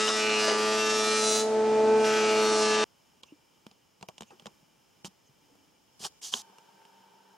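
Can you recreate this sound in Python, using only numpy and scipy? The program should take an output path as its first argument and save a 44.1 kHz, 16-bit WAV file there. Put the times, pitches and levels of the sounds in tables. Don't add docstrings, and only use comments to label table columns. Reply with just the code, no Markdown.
import sys
import numpy as np
from scipy import signal
from scipy.fft import rfft, irfft, next_fast_len
from scipy.io import wavfile
from scipy.ndimage import uniform_filter1d, map_coordinates

SR = 44100
rng = np.random.default_rng(int(sys.argv[2]) if len(sys.argv) > 2 else 0)


def convert_level_to_amplitude(level_db):
    exponent = np.asarray(level_db, float) / 20
    return 10 ** exponent


def wav_out(sig):
    wavfile.write(sys.argv[1], SR, np.round(np.clip(np.atleast_2d(sig).T, -1, 1) * 32767).astype(np.int16))


N = 325003
FFT_SIZE = next_fast_len(N)
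T = np.arange(N) / SR
F = np.maximum(np.arange(FFT_SIZE // 2 + 1) * SR / FFT_SIZE, 1.)

CHANGES_S = [2.842, 6.421]

# start in seconds, shaft rate in Hz, air through the knife gap in dB,
# bite into the wood in dB, sharpness of the bite in dB.
PLANER = [(0, 107.4, -30.5, -32, -1), (.12, 108.5, -33.5, -36.5, 3), (.28, 107.6, -30, -33, -4),
          (.44, 107.1, -31, -35, 2), (.66, 107.7, -28.5, -33.5, -1), (.84, 108.4, -30, -35, 0.5),
          (1.07, 108.1, -30, -36.5, 3.5), (1.3, 108.6, -29, -40.5, 9), (1.4, 108.9, -29, -38.5, 5),
          (1.5, 109.6, -27.5, -56.5, 0.5), (1.6, 108.8, -25, -51, -12), (1.96, 109.2, -21.5, -48.5, -2),
          (2.03, 109.3, -23, -46.5, 4.5), (2.07, 108.5, -25.5, -35.5, 0.5), (2.22, 108.2, -26, -35.5, -3.5),
          (2.45, 108.2, -26, -34, -0.5), (2.62, 107.7, -26, -36.5, 3), (2.84, 107.5, -27.5, -31.5, -4)]
USUAL_AIR_DB, USUAL_SHARP_DB = -28, 1
# shaft multiple, level in dB at usual air, dB per dB of air.
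SIREN = [(1, -69, 1.5), (2, -39.5, 0.72), (4, -28.5, 1.14), (6, -54, -2.1), (8, -38.5, 1.23),
         (10, -60.5, 2), (12, -51, 0.87), (14, -57.5, 1.05), (16, -61.5, 0.7), (18, -62, 1.2),
         (24, -66, 1.7)]
# shaft multiple, level in dB against the bite, sway in dB,
# sway rate in Hz, loudest moment in seconds.
BED = [(9, -20.5, 10.5, 0.47, 0.6), (10, -23, 2.5, 0.38, 0.43), (11, -9, 8.5, .48, 0.66),
       (12, -7, 6, .88, 2.285)]
BED_PER_SHARP = 0.61
# shaft multiple, level in dB.
SHAFT_ORDERS = [(1, -36.5), (2, -11), (3, -19), (4, 0), (5, -20.5), (6, -11), (7, -31), (8, -11),
                (9, -18.5)]
ODD_DB, ODD_SWAY_DB, ODD_SWAY_HZ, ODD_PEAK_S = -32, 7, 0.52, .6
CHATTER_RAD, CHATTER_HZ, FLUTTER_DB = .003, 44.5, 1
EVENNESS = .5
STRIKE = 0.28
CHIP_DB, ENTRY_S, ENTRY_DB, ENTRY_FADE_S = -6.5, 2.05, 6.5, 1
# frequency in Hz, density in dB per Hz.
BITE_COLOUR = [(400, -58.5), (950, -4.5), (1500, -6), (2000, -10), (2800, -8.5), (3200, -13.5), (5800, -17),
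               (9200, -20.5), (11300, -23), (16000, -39.5)]
BITE_HZ = [1400, 2850, 5700, 10000]
# level in dB against the bite, dB per dB of sharpness, dB at the board's tail.
BITE = [
    (-6.5, 0.23, -1),
    (-4, 0, 0.5),
    (-1, 1, 0.5),
    (-13, 1.58, 6),
]
PATCH_DB, PATCH_HZ = 1.23, 6.99
TAIL_S = (1.07, 1.9)
# start
# in seconds, end in seconds, shaft multiple, level in dB.
SING = [(-0.05, 0.2, 16.0, -43.0), (-0.05, 0.21, 35.0, -43.0), (-0.05, 0.22, 18.0, -41.0),
        (-0.05, 0.5, 26.0, -37.0), (-0.03, 0.25, 50.0, -41.5), (-0.01, 0.28, 48.0, -40.5),
        (0.02, 0.24, 33.0, -43.5), (0.13, 0.54, 14.0, -42.5), (0.14, 0.5, 22.0, -36.5),
        (0.15, 0.45, 51.0, -47.5), (0.15, 0.47, 24.0, -38.0), (0.15, 0.75, 27.0, -39.0),
        (0.19, 0.78, 39.0, -44.5), (0.23, 0.57, 53.0, -44.5), (0.32, 0.54, 43.0, -45.5),
        (0.35, 0.67, 16.0, -43.0), (0.36, 0.56, 47.0, -43.0), (0.36, 0.73, 45.0, -41.5),
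        (0.5, 0.68, 26.0, -45.5), (0.51, 0.92, 14.0, -46.0), (0.56, 0.95, 55.0, -47.0),
        (0.64, 0.88, 44.0, -46.0), (0.69, 0.88, 53.0, -43.5), (0.72, 1.04, 25.0, -41.0),
        (0.75, 1.02, 34.0, -45.0), (0.8, 1.08, 16.0, -44.5), (0.82, 1.06, 50.0, -45.5),
        (0.84, 1.08, 60.0, -44.5), (0.85, 1.06, 48.0, -45.5), (0.87, 1.28, 31.0, -43.5),
        (0.87, 1.29, 17.0, -41.0), (0.88, 1.15, 33.0, -43.0), (0.89, 1.12, 52.0, -44.5),
        (0.93, 1.22, 28.0, -43.0), (0.93, 1.48, 37.0, -40.0), (0.94, 1.28, 22.0, -42.5),
        (1.01, 1.28, 25.0, -46.5), (1.03, 1.24, 39.0, -44.5), (1.03, 1.36, 49.0, -42.5),
        (1.04, 1.23, 47.0, -41.5), (1.06, 1.42, 57.0, -39.0), (1.09, 1.45, 68.0, -46.0),
        (1.1, 1.44, 45.0, -41.0), (1.13, 1.45, 53.0, -41.0), (1.19, 1.44, 36.0, -44.0),
        (1.2, 1.44, 58.0, -42.0), (1.2, 1.5, 61.0, -46.0), (1.46, 2.07, 14.0, -47.5),
        (.17, .44, 23, -42), (.17, .44, 25, -42),
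        (1.62, 2.5, 22.0, -45.5), (1.94, 2.28, 30.0, -43.0), (1.97, 2.54, 26.0, -44.0),
               (1.97, 2.57, 55.0, -49.0), (2.0, 2.23, 49.0, -44.5), (2.0, 2.27, 18.0, -44.0),
               (2.01, 2.33, 14.0, -41.0), (2.02, 2.34, 24.0, -47.5), (2.03, 2.24, 16.0, -44.5),
               (2.11, 2.43, 21.0, -42.0), (2.14, 2.49, 23.0, -42.5), (2.16, 2.48, 45.0, -48.5),
               (2.26, 2.63, 40.0, -47.0), (2.31, 2.63, 35.0, -47.5), (2.34, 2.64, 56.0, -49.0),
               (2.37, 2.83, 52.0, -45.0), (2.38, 2.69, 34.0, -47.5), (2.46, 2.75, 51.0, -48.0),
               (2.46, 2.82, 43.0, -46.5), (2.5, 2.89, 39.0, -45.0), (2.52, 2.89, 26.0, -43.5),
               (2.53, 2.75, 47.0, -48.0), (2.55, 2.89, 25.0, -41.5), (2.59, 2.83, 29.0, -45.0),
               (2.6, 2.87, 42.0, -47.0), (2.61, 2.89, 16.0, -39.0), (2.62, 2.89, 54.0, -46.5),
               (2.7, 2.89, 34.0, -45.0)]
SING_DB = -3
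# frequency in Hz, density in dB per Hz.
CRUNCH = [(900, -19.5), (1400, 2.5), (2700, -2.5), (3600, -8.5), (6000, -19), (9000, -39)]
CRUNCH_DB, CRUNCH_FADE_S = -43, .35

# start in seconds, peak in dB, low ring in Hz, high ring in Hz,
# T60 in seconds.
KNOCKS = [(.079, -21, 1360, 3006, .035), (.087, -21.5, 1470, 3550, 0.056), (.088, -23, 5754, 4010, 0.032),
          (0.1, -24.5, 1160, 1600, 0.056), (.296, -27, 1350, 3600, 0.031), (.481, -21.5, 690, 1830, .04),
          (.485, -24.5, 1350, 1950, .03), (.493, -27, 1715, 1050, .05), (.497, -23.5, 947, 2908, .04),
          (.506, -28.5, 1130, 800, .06), (.515, -24, 404, 1248, 0.34), (2.044, -25.5, 2770, 3300, 0.038),
          (2.05, -27, 1710, 4670, .02), (2.075, -29.5, 3360, 5400, .02), (2.105, -27, 1820, 2680, 0.028),
          (2.135, -28.5, 3290, 5400, 0.017), (2.21, -31, 2380, 6000, .03)]
KNOCK_CRACK_DB = 3
# start in seconds, end in seconds, lowest Hz,
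# highest Hz, number of chirps, level in dB.
TOP_CHIRPS = [(0, 1.45, 10200, 11700, 190, -61), (.8, 1.3, 11300, 12200, 12, -63),
              (2.05, 2.75, 10200, 11700, 90, -62), (.55, .62, 12700, 15400, 6, -70),
              (.2, 1.27, 13300, 15500, 8, -70), (1.3, 1.42, 11500, 15800, 40, -62),
              (1.5, 2.08, 10300, 11400, 40, -76), (1.5, 1.58, 12000, 15600, 14, -86),
              (1.66, 1.92, 12000, 15700, 50, -84), (1.95, 2.07, 12000, 15600, 34, -79),
              (2.13, 2.25, 12700, 15700, 8, -74), (2.43, 2.48, 11800, 15600, 12, -72)]

# frequency in Hz, density in dB per Hz.
ROAR_COLOUR = [(30, -43.5), (90, -26), (160, -17), (330, -9.5), (480, -7), (650, -1), (800, -7.5),
               (1000, -12), (1600, -17.5), (3000, -21.5), (6000, -24), (9000, -31.5), (9700, -40),
               (10300, -57.5), (16000, -69)]
ROAR_DB, ROAR_PER_AIR = -48.5, 0.83
# frequency in Hz, side minus mid in dB.
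ROAR_SIDE = [(40, -3), (130, -7.5), (500, -6.5), (2000, -7.5), (10000, -16.5)]
# frequency in Hz, level in dB against the roar.
FAN = [(145.3, -10), (242.2, -2), (296.1, -2.5), (344.5, 1), (689, -9.5), (764.4, -5)]
# upper fan in Hz, how far the other lies below in Hz, upper level in dB against
# the roar, lower level in dB against the roar, loudest moment in seconds.
FAN_PAIR = (649.8, 3.713, 10.5, 4.6, 2.36)

# frequency in Hz, side minus mid in dB.
MACHINE_SIDE = [(60, -3), (130, -16), (400, -18), (700, -22.5), (1300, -13.5), (2400, -11.5), (4400, -14.5),
                (8100, -9.5), (15000, 3)]
# frequency in Hz, gain
# in dB.
MACHINE_TOP = [(9900, 0), (10700, -10), (11400, -34), (11900, -60), (16000, -70)]

# start in seconds, rattle in dB, thump in dB, crispness in dB.
TICKS = [(3.232, -36.5, -58, 9), (3.664, -39, -42, -3.5), (3.711, -46.5, -57, 1), (4.009, -47, -51, 0),
         (4.025, -32.5, -39.5, -1.5), (4.0848, -31, -43, -2.5), (4.179, -36, -59, 7.5),
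         (4.206, -32.5, -40, -2), (4.219, -34.5, -43, -3.5), (4.23, -42.5, -50, 10), (4.304, -52, -62, 0),
         (4.395, -41, -60, 8), (4.42, -50, -52, -2), (4.456, -34, -41, -4), (4.463, -41.5, -55, -4),
         (4.466, -34.5, -43, 4.5), (4.469, -48, -48, 0), (4.093, -53, -54, 0), (5.0443, -32, -36.5, -1.5),
         (5.05, -38, -47, 12.5), (5.552, -58, -59, -12), (6.025, -42.5, -47, 2.5), (6.037, -32, -60, 6.5),
         (6.002, -51, -45, 2), (6.044, -34.5, -58, 11.5), (6.048, -34, -50, 7.5), (6.056, -43, -50, 12),
         (6.216, -49, -70, 6), (6.343, -39, -38.5, 17.5), (6.496, -58, -57, -12), (6.523, -57, -68, -12.5),
         (6.582, -43, -60, -6.5), (6.815, -60.5, -72, -17), (6.85, -46, -58, 2), (7.135, -58, -76, -12)]
# frequency in Hz, level in dB, T60 in seconds.
BODY = [
    (204, -3, 0.057),
    (370, -3, 0.023),
]
# lower edge in Hz, upper edge in Hz, T60 in seconds.
RATTLE = [
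    (425, 1100, 0.061),
    (2447, 4140, 0.025),
    (4140, 8600, 0.037),
    (8600, 13000, .02),
    (1100, 2400, 0.025),
]
# level in dB, dB per dB of crispness.
CRISP = [
    (-4, -0.7),
    (-0.8, 0.46),
    (-3, 0.24),
    (-15.5, -0.7),
    (-11, -0.64),
]
TICK_MIC = 0.72
# (frequency in Hz, level in dB, T60 in seconds).
SNAP = (6.3384, 0.4, [(3180, 0, 0.0091), (3430, -1, 0.0068), (1590, -20, 0.013), (2198, -26, 0.007),
        (6340, -13, .01), (5670, -14, 0.0074), (7194, -17, 0.0079), (1040, -19.5, 0.023),
        (480, -26, 0.015)])
# start in seconds, peak in dB, frequency in Hz, T60 in seconds.
BUMPS = [(3.169, -64, 231, 0.084), (3.322, -41.5, 298.5, 0.073), (4.306, -50.5, 830, .07),
         (4.318, -53, 477, 0.078), (4.329, -47.5, 362, 0.07), (3.236, -50, 1100, 0.031),
         (6.342, -38.5, 400, 0.058), (4.628, -56, 165, 0.066), (5.078, -45, 189, 0.048),
         (5.293, -53.5, 140, 0.099), (5.499, -59.5, 480, 0.077)]
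# touch in seconds, hardest press in seconds, let go in seconds,
# hiss in dB, rumble in dB.
RUBS = [
    (4.305, 4.308, 4.37, -70, -58),
    (5.049, 5.056, 5.085, -43, -51),
    (5.994, 6.04, 6.095, -41, -54),
    (6.04, 6.055, 6.078, -39.5, -42),
    (6.214, 6.243, 6.335, -39.5, -58),
    (6.319, 6.333, 6.45, -38.5, -50),
]
# frequency in Hz, density in dB per Hz.
RUB_HISS = [(1060, -51), (1800, -19), (1920, -31), (2050, -23), (2430, -19), (2620, -16.5), (3120, -4),
            (3670, -9.5), (4830, -4), (5800, -5), (6470, -5), (10100, -14), (16000, -31.5)]
# frequency in Hz, density in dB per Hz.
RUB_RUMBLE = [(59, -45), (100, -5), (402, -1.5), (623, -4.5), (771, 7.5), (1900, -9), (2000, -14),
              (2600, -38), (4400, -120)]
RUB_RISE, RUB_FALL, RUB_TOUCH = 1.9, 1, 0.4
# start in seconds, end in seconds, frequency in Hz, level in dB.
SQUEAKS = [(3.245, 3.335, 2750, -67), (3.255, 3.29, 6300, -69), (4.265, 4.325, 2720, -66),
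           (4.26, 4.3, 6600, -69), (5.27, 5.85, 290, -71), (5.255, 5.29, 6300, -70),
           (6.035, 6.07, 3170, -46), (6.225, 6.3, 6400, -47), (6.32, 6.4, 6400, -48)]

# frequency in Hz, density in dB per Hz.
SHOP = [(15, -59), (25, -19), (117, -6.5), (149, -4), (217, -5.5), (354, -7), (754, -12.5), (863, -5.5),
        (1020, -12), (1790, -18), (4370, -22), (5280, -21.5), (16000, -27.5)]
# frequency in Hz, density in dB per Hz.
SHOP_LATE = [(15, -79), (25, -44), (161, -12.5), (195, -29), (236, -15), (405, -10.5), (659, -15),
             (887, -5), (1070, -15), (1560, -16.5), (2000, -24), (2990, -24), (16000, -33.5)]
SHOP_DB, SHOP_LATE_DB = -69, -63
# frequency in Hz, side minus mid in dB.
SHOP_SIDE = [(60, -4), (110, -2), (200, -4.5), (380, -0.5), (700, -2), (1290, -3), (2380, -8),
             (4400, -11.5), (8120, -5.5), (15000, -1)]
TREBLE_DIPS_S = [3.222, 4.075, 4.202, 5.036, 6.208]
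# frequency in Hz, width in Hz, gain in dB.
MIC_PEAKS = [(2356, 59, 10.5), (3020, 550, 11), (5240, 640, 11), (6670, 710, 6.5)]
# frequency in Hz, width in Hz, level in dB.
HUM = [(194.6, 12, -73.5), (400, 43, -76), (910, 72, -67), (1556, 57, -77.5)]


def planer():
    end = int(CHANGES_S[0] * SR)
    t = T[:end]
    hz, air_db, bite_db, sharp_db = curves(PLANER, end)
    air_db, sharp_db = air_db - USUAL_AIR_DB, sharp_db - USUAL_SHARP_DB
    angle = 2 * np.pi * np.cumsum(uniform_filter1d(hz, size=5000)) / SR
    out = np.zeros(N)

    def steady(order):
        force = np.sqrt(2) * convert_level_to_amplitude(0.6 * walk(25.07, end))
        return force * np.sin(round(order) * (angle + 1.111) + 0.1012 * walk(11.0, end))

    for order, db, per_air in SIREN:
        out[:end] += convert_level_to_amplitude(db + per_air * air_db) * steady(order)
    for order, db, sway_db, sway_hz, peak_s in BED:
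        sway = sway_db * np.cos(2 * np.pi * sway_hz * (t - peak_s))
        out[:end] += convert_level_to_amplitude(bite_db + BED_PER_SHARP * sharp_db + db + sway) * steady(order)
    for order, db in SHAFT_ORDERS[2:8:2]:
        sway = ODD_SWAY_DB * np.cos(2 * np.pi * ODD_SWAY_HZ * (t - ODD_PEAK_S))
        tone = np.sin(int(order) * angle + walk(1.9, end))
        out[:end] += convert_level_to_amplitude(ODD_DB + db + sway + walk(3.1, end)) * tone

    bite, singing = knife_harmonics(angle, end)
    out += singing
    chips = colour(rng.standard_normal(N), [(1500, -1.3), (5000, 1.0), (10000, 6.0)])[:end]
    chips = chips * (1 + 0.62 * np.cos(2 * angle))
    entry = (t > ENTRY_S) * np.exp(-np.abs(t - ENTRY_S) / ENTRY_FADE_S)
    chip_db = CHIP_DB + ENTRY_DB * entry
    tonal = level(bite[:end], 0) * convert_level_to_amplitude(FLUTTER_DB * walk(70, end))
    bite[:end] = (tonal + convert_level_to_amplitude(chip_db) * chips) / np.sqrt(1 + convert_level_to_amplitude(2 * chip_db))
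    bite = colour(bite, BITE_COLOUR)
    for k, (db, per_sharp, tail_db) in enumerate(BITE):
        band = shape(bite, np.interp(np.log(F), np.log(BITE_HZ), np.eye(len(BITE_HZ))[k]))
        band_db = bite_db + per_sharp * sharp_db + tail_db * swell(*TAIL_S, t)
        out[:end] += level(band[:end], db) * convert_level_to_amplitude(band_db + PATCH_DB * walk(PATCH_HZ, end))

    onset = np.clip((t - ENTRY_S) / .02 + 1, 0, 1)
    fade = np.exp(-np.abs(t - ENTRY_S) / CRUNCH_FADE_S)
    out[:end] += noise(CRUNCH, CRUNCH_DB)[:end] * convert_level_to_amplitude(3.0 * walk(60, end)) * onset * fade
    return out


def knife_harmonics(angle, end):
    bite, singing = np.zeros(N), np.zeros(N)
    turn = np.exp(1j * (angle + CHATTER_RAD * walk(CHATTER_HZ, end)))
    phasor = turn ** 12
    for order in range(13, 109):
        phasor = phasor * turn
        a, b = STRIKE + coarse(4.5, end), coarse(4.5, end)
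        even = (a * a + b * b + .05) ** (-EVENNESS / 2)
        partial = phasor.real * fine(a * even, end) + phasor.imag * fine(b * even, end)
        bite[:end] += partial
        for t0, t1, sung_order, db in SING:
            if sung_order != order:
                continue
            i = slice(max(int(t0 * SR), 0), min(int(t1 * SR), end))
            gain = np.sqrt(2) * convert_level_to_amplitude(db + SING_DB + 2.0 * walk(30, i.stop - i.start))
            singing[i] += gain * swell(t0, t1, T[i]) ** 0.94 * partial[i]
    return bite, singing


def boards():
    out = np.zeros(N)
    for s, db, low_hz, high_hz, t60 in KNOCKS:
        contact = rng.standard_normal(600) * np.exp(-T[:600] / 0.0036)
        modes = [(low_hz, 0, t60), (high_hz, -2, 1.2 * t60),
                 (1.2 * low_hz, -5, 0.45 * t60), (1.6 * high_hz, -6, 0.37 * t60)]
        y = np.convolve(contact, ring(modes))
        crack = rng.standard_normal(1500) * np.exp(-T[:1500] / .009) / 3
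        add(out, convert_level_to_amplitude(db) * y / np.abs(y).max(), s)
        add(out, convert_level_to_amplitude(db + KNOCK_CRACK_DB) * crack, s)
    return out


def top_chirps():
    out, t = np.zeros(N), T[:1900]
    for t0, t1, lo_hz, hi_hz, chirps, db in TOP_CHIRPS:
        for when, pitch, size in rng.random((chirps, 3)):
            hz = lo_hz + pitch * (hi_hz - lo_hz)
            pair = np.sin(2 * np.pi * hz * t) + size * np.sin(2 * np.pi * (hz + 55) * t)
            y = np.hanning(len(t)) * pair
            add(out, convert_level_to_amplitude(db - 5.5 * size) * y, max(t0 + when * (t1 - t0) - .02, 0))
    return out


def extractor():
    tones = np.zeros(N)
    for hz, db in FAN:
        tones += convert_level_to_amplitude(db + 2.0 * walk(9.15, N)) * np.sin(2 * np.pi * hz * T + .5 * walk(4.2, N))
    hz, beat_hz, high_db, low_db, s = FAN_PAIR
    tones += convert_level_to_amplitude(high_db) * np.sin(2 * np.pi * hz * (T - s))
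    tones += convert_level_to_amplitude(low_db) * np.sin(2 * np.pi * (hz - beat_hz) * (T - s))
    roar_db = ROAR_DB + ROAR_PER_AIR * (curves(PLANER, N)[1] - USUAL_AIR_DB)
    air = noise(ROAR_COLOUR, 8.23)
    air = air + opposed(colour(np.roll(air, N // 2), ROAR_SIDE))
    return convert_level_to_amplitude(roar_db) * (air * convert_level_to_amplitude(1.0 * walk(9.95, N)) + tones)


def ticks():
    out, t = np.zeros(N), T[:3000]
    rattles = []
    for lo_hz, hi_hz, _ in RATTLE:
        band = signal.butter(4, [lo_hz, hi_hz], "band", fs=SR, output="sos")
        rattles.append(signal.sosfilt(band, mic(rng.standard_normal(N), TICK_MIC)))
    for s, db, thump_db, crisp_db in TICKS:
        modes = [(f * (1 + 0.11 * rng.standard_normal()), g, d) for f, g, d in BODY]
        thump = ring(modes, size=3000) * np.minimum(t / 0.00088, 1)
        add(out, convert_level_to_amplitude(thump_db + 3) * thump, s + 0.00234)
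        for (part_db, per_crisp), x, (_, _, t60) in zip(CRISP, rattles, RATTLE):
            decay = np.exp(-t / 0.0012) + 0.43 * np.exp(-np.log(1000) * t / t60)
            y = x[int(s * SR):][:len(t)] * np.minimum(t / 0.00022, 1) * decay
            add(out, convert_level_to_amplitude(db + part_db + per_crisp * crisp_db - 3.0) * y / np.abs(y).max(), s + .002)
    soft_start = np.minimum(T[:8192] / 0.0014, 1)
    snap_s, snap_db, snap_modes = SNAP
    add(out, convert_level_to_amplitude(snap_db) * ring(snap_modes) * soft_start, snap_s)
    for s, db, hz, t60 in BUMPS:
        add(out, convert_level_to_amplitude(db) * ring([(hz, 0, t60)]) * soft_start, s)
    return out


def rubs():
    grain = convert_level_to_amplitude(1.3 * walk(500, N))
    hiss, rumble = noise(RUB_HISS, 0) * grain, noise(RUB_RUMBLE, 0) * grain
    out = np.zeros(N)
    for touch, hardest, let_go, hiss_db, rumble_db in RUBS:
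        ramp = np.interp(T, [touch, hardest, let_go], [RUB_TOUCH, 1, 0], left=0)
        press = ramp ** np.where(T < hardest, RUB_RISE, RUB_FALL)
        out += press * (convert_level_to_amplitude(hiss_db) * hiss + convert_level_to_amplitude(rumble_db) * rumble)
    return out * (T < CHANGES_S[1])


def squeaks():
    out = np.zeros(N)
    for t0, t1, hz, db in SQUEAKS:
        creak = shape(rng.standard_normal(N), 1 / (1 + ((F - hz) / (0.08 * hz)) ** 2))
        out += swell(t0, t1) * level(creak, db)
    return out


def shop(points, db):
    mid, side = (mic(noise(points, db)) for _ in range(2))
    hiss = mid + opposed(colour(side, SHOP_SIDE))
    gap = sum(np.exp(-((T - s) / 0.0052) ** 4) for s in TREBLE_DIPS_S)
    bass = signal.sosfiltfilt(signal.butter(2, 1300, fs=SR, output="sos"), hiss)
    return convert_level_to_amplitude(0.91 * walk(3.6, N)) * (hiss - 0.87 * gap * (hiss - bass))


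def hum():
    tones = convert_level_to_amplitude(-67) * np.sin(2 * np.pi * 897 * T + 1.7 * walk(12, N))
    for hz, width, db in HUM:
        tones += level(shape(rng.standard_normal(N), 1 / (1 + (2 * (F - hz) / width) ** 2)), db)
    return tones * convert_level_to_amplitude(2.0 * (T - 7.0))


def mic(x, share=1):
    peaks_db = sum(g / (1 + (2 * (F - f) / w) ** 2) for f, w, g in MIC_PEAKS)
    return shape(x, convert_level_to_amplitude(share * peaks_db))


def widen(x, points, spread_s):
    steps = rng.standard_normal(len(F))
    scatter = np.cumsum(steps) * np.sqrt(spread_s * F[1]) * np.minimum(F / 4000, 1) ** 4
    return x + opposed(shape(colour(x, points), 1j * np.exp(1j * scatter)))


def opposed(side):
    return side * np.array([[1], [-1]])


def ring(modes, size=8192):
    t, y = T[:size], np.zeros(size)
    for hz, db, t60 in modes:
        y += convert_level_to_amplitude(db) * np.sin(2 * np.pi * hz * t) * np.exp(-np.log(1000) * t / t60)
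    return y / np.abs(y).max()


def shape(x, gain):
    return irfft(rfft(x, FFT_SIZE) * gain, FFT_SIZE)[:N]


def colour(x, points):
    hz, db = np.transpose(points)
    return shape(x, convert_level_to_amplitude(np.interp(np.log(F), np.log(hz), db)))


def level(x, db):
    return x * convert_level_to_amplitude(db) / np.sqrt(np.mean(x ** 2))


def noise(points, db):
    return level(colour(rng.standard_normal(N), points), db)


def coarse(rate, size):
    knots = rng.standard_normal(int(size / SR * rate) + 4)
    return map_coordinates(knots, [np.arange(0, size + 32, 32) * rate / SR], order=2)


def fine(x, size):
    return np.interp(np.arange(size), 32 * np.arange(len(x)), x)


def walk(rate, size):
    return fine(coarse(rate, size), size)


def curves(table, end):
    s, *columns = np.transpose(table)
    return [np.interp(T[:end], s, c) for c in columns]


def swell(t0, t1, t=T):
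    return np.sin(np.pi * np.clip((t - t0) / (t1 - t0), 0, 1))


def add(out, x, s):
    i = int(s * SR)
    out[i:i + len(x)] += x[:N - i]


def scene():
    knocks = colour(boards(), [(100, -27.0), (300, 1.0), (6500, 1.0), (11000, -43.5)])
    machine = widen(planer() + knocks, MACHINE_SIDE, .08) + extractor()
    machine = np.array([colour(x, MACHINE_TOP) for x in machine])
    machine = machine + 1.7 * top_chirps() + opposed(.9 * top_chirps())

    low_cut = signal.butter(2, 100, "high", fs=SR, output="sos")
    hands = signal.sosfilt(low_cut, ticks() + rubs() + squeaks())
    hands_side = [(100, -18), (1500, 0.5), (4000, -13.5), (9000, -9.5), (12000, -1.5)]
    hands = widen(hands, hands_side, .004)

    late = shop(SHOP_LATE, SHOP_LATE_DB - 2.0) + hum()
    quiet = np.where(T < CHANGES_S[1], shop(SHOP, SHOP_DB), late)
    fade = np.clip((CHANGES_S[0] - T) / 0.00066, 0, 1)
    return fade * machine + (1 - fade) * (quiet + hands)


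def top_cut(x):
    return signal.sosfilt(signal.butter(12, 16390, fs=SR, output="sos"), x)


def record(dry):
    mix = np.array([shape(x, F < 15820) for x in dry])
    return top_cut(mix)


dry = scene()
out = record(dry)
wav_out(out)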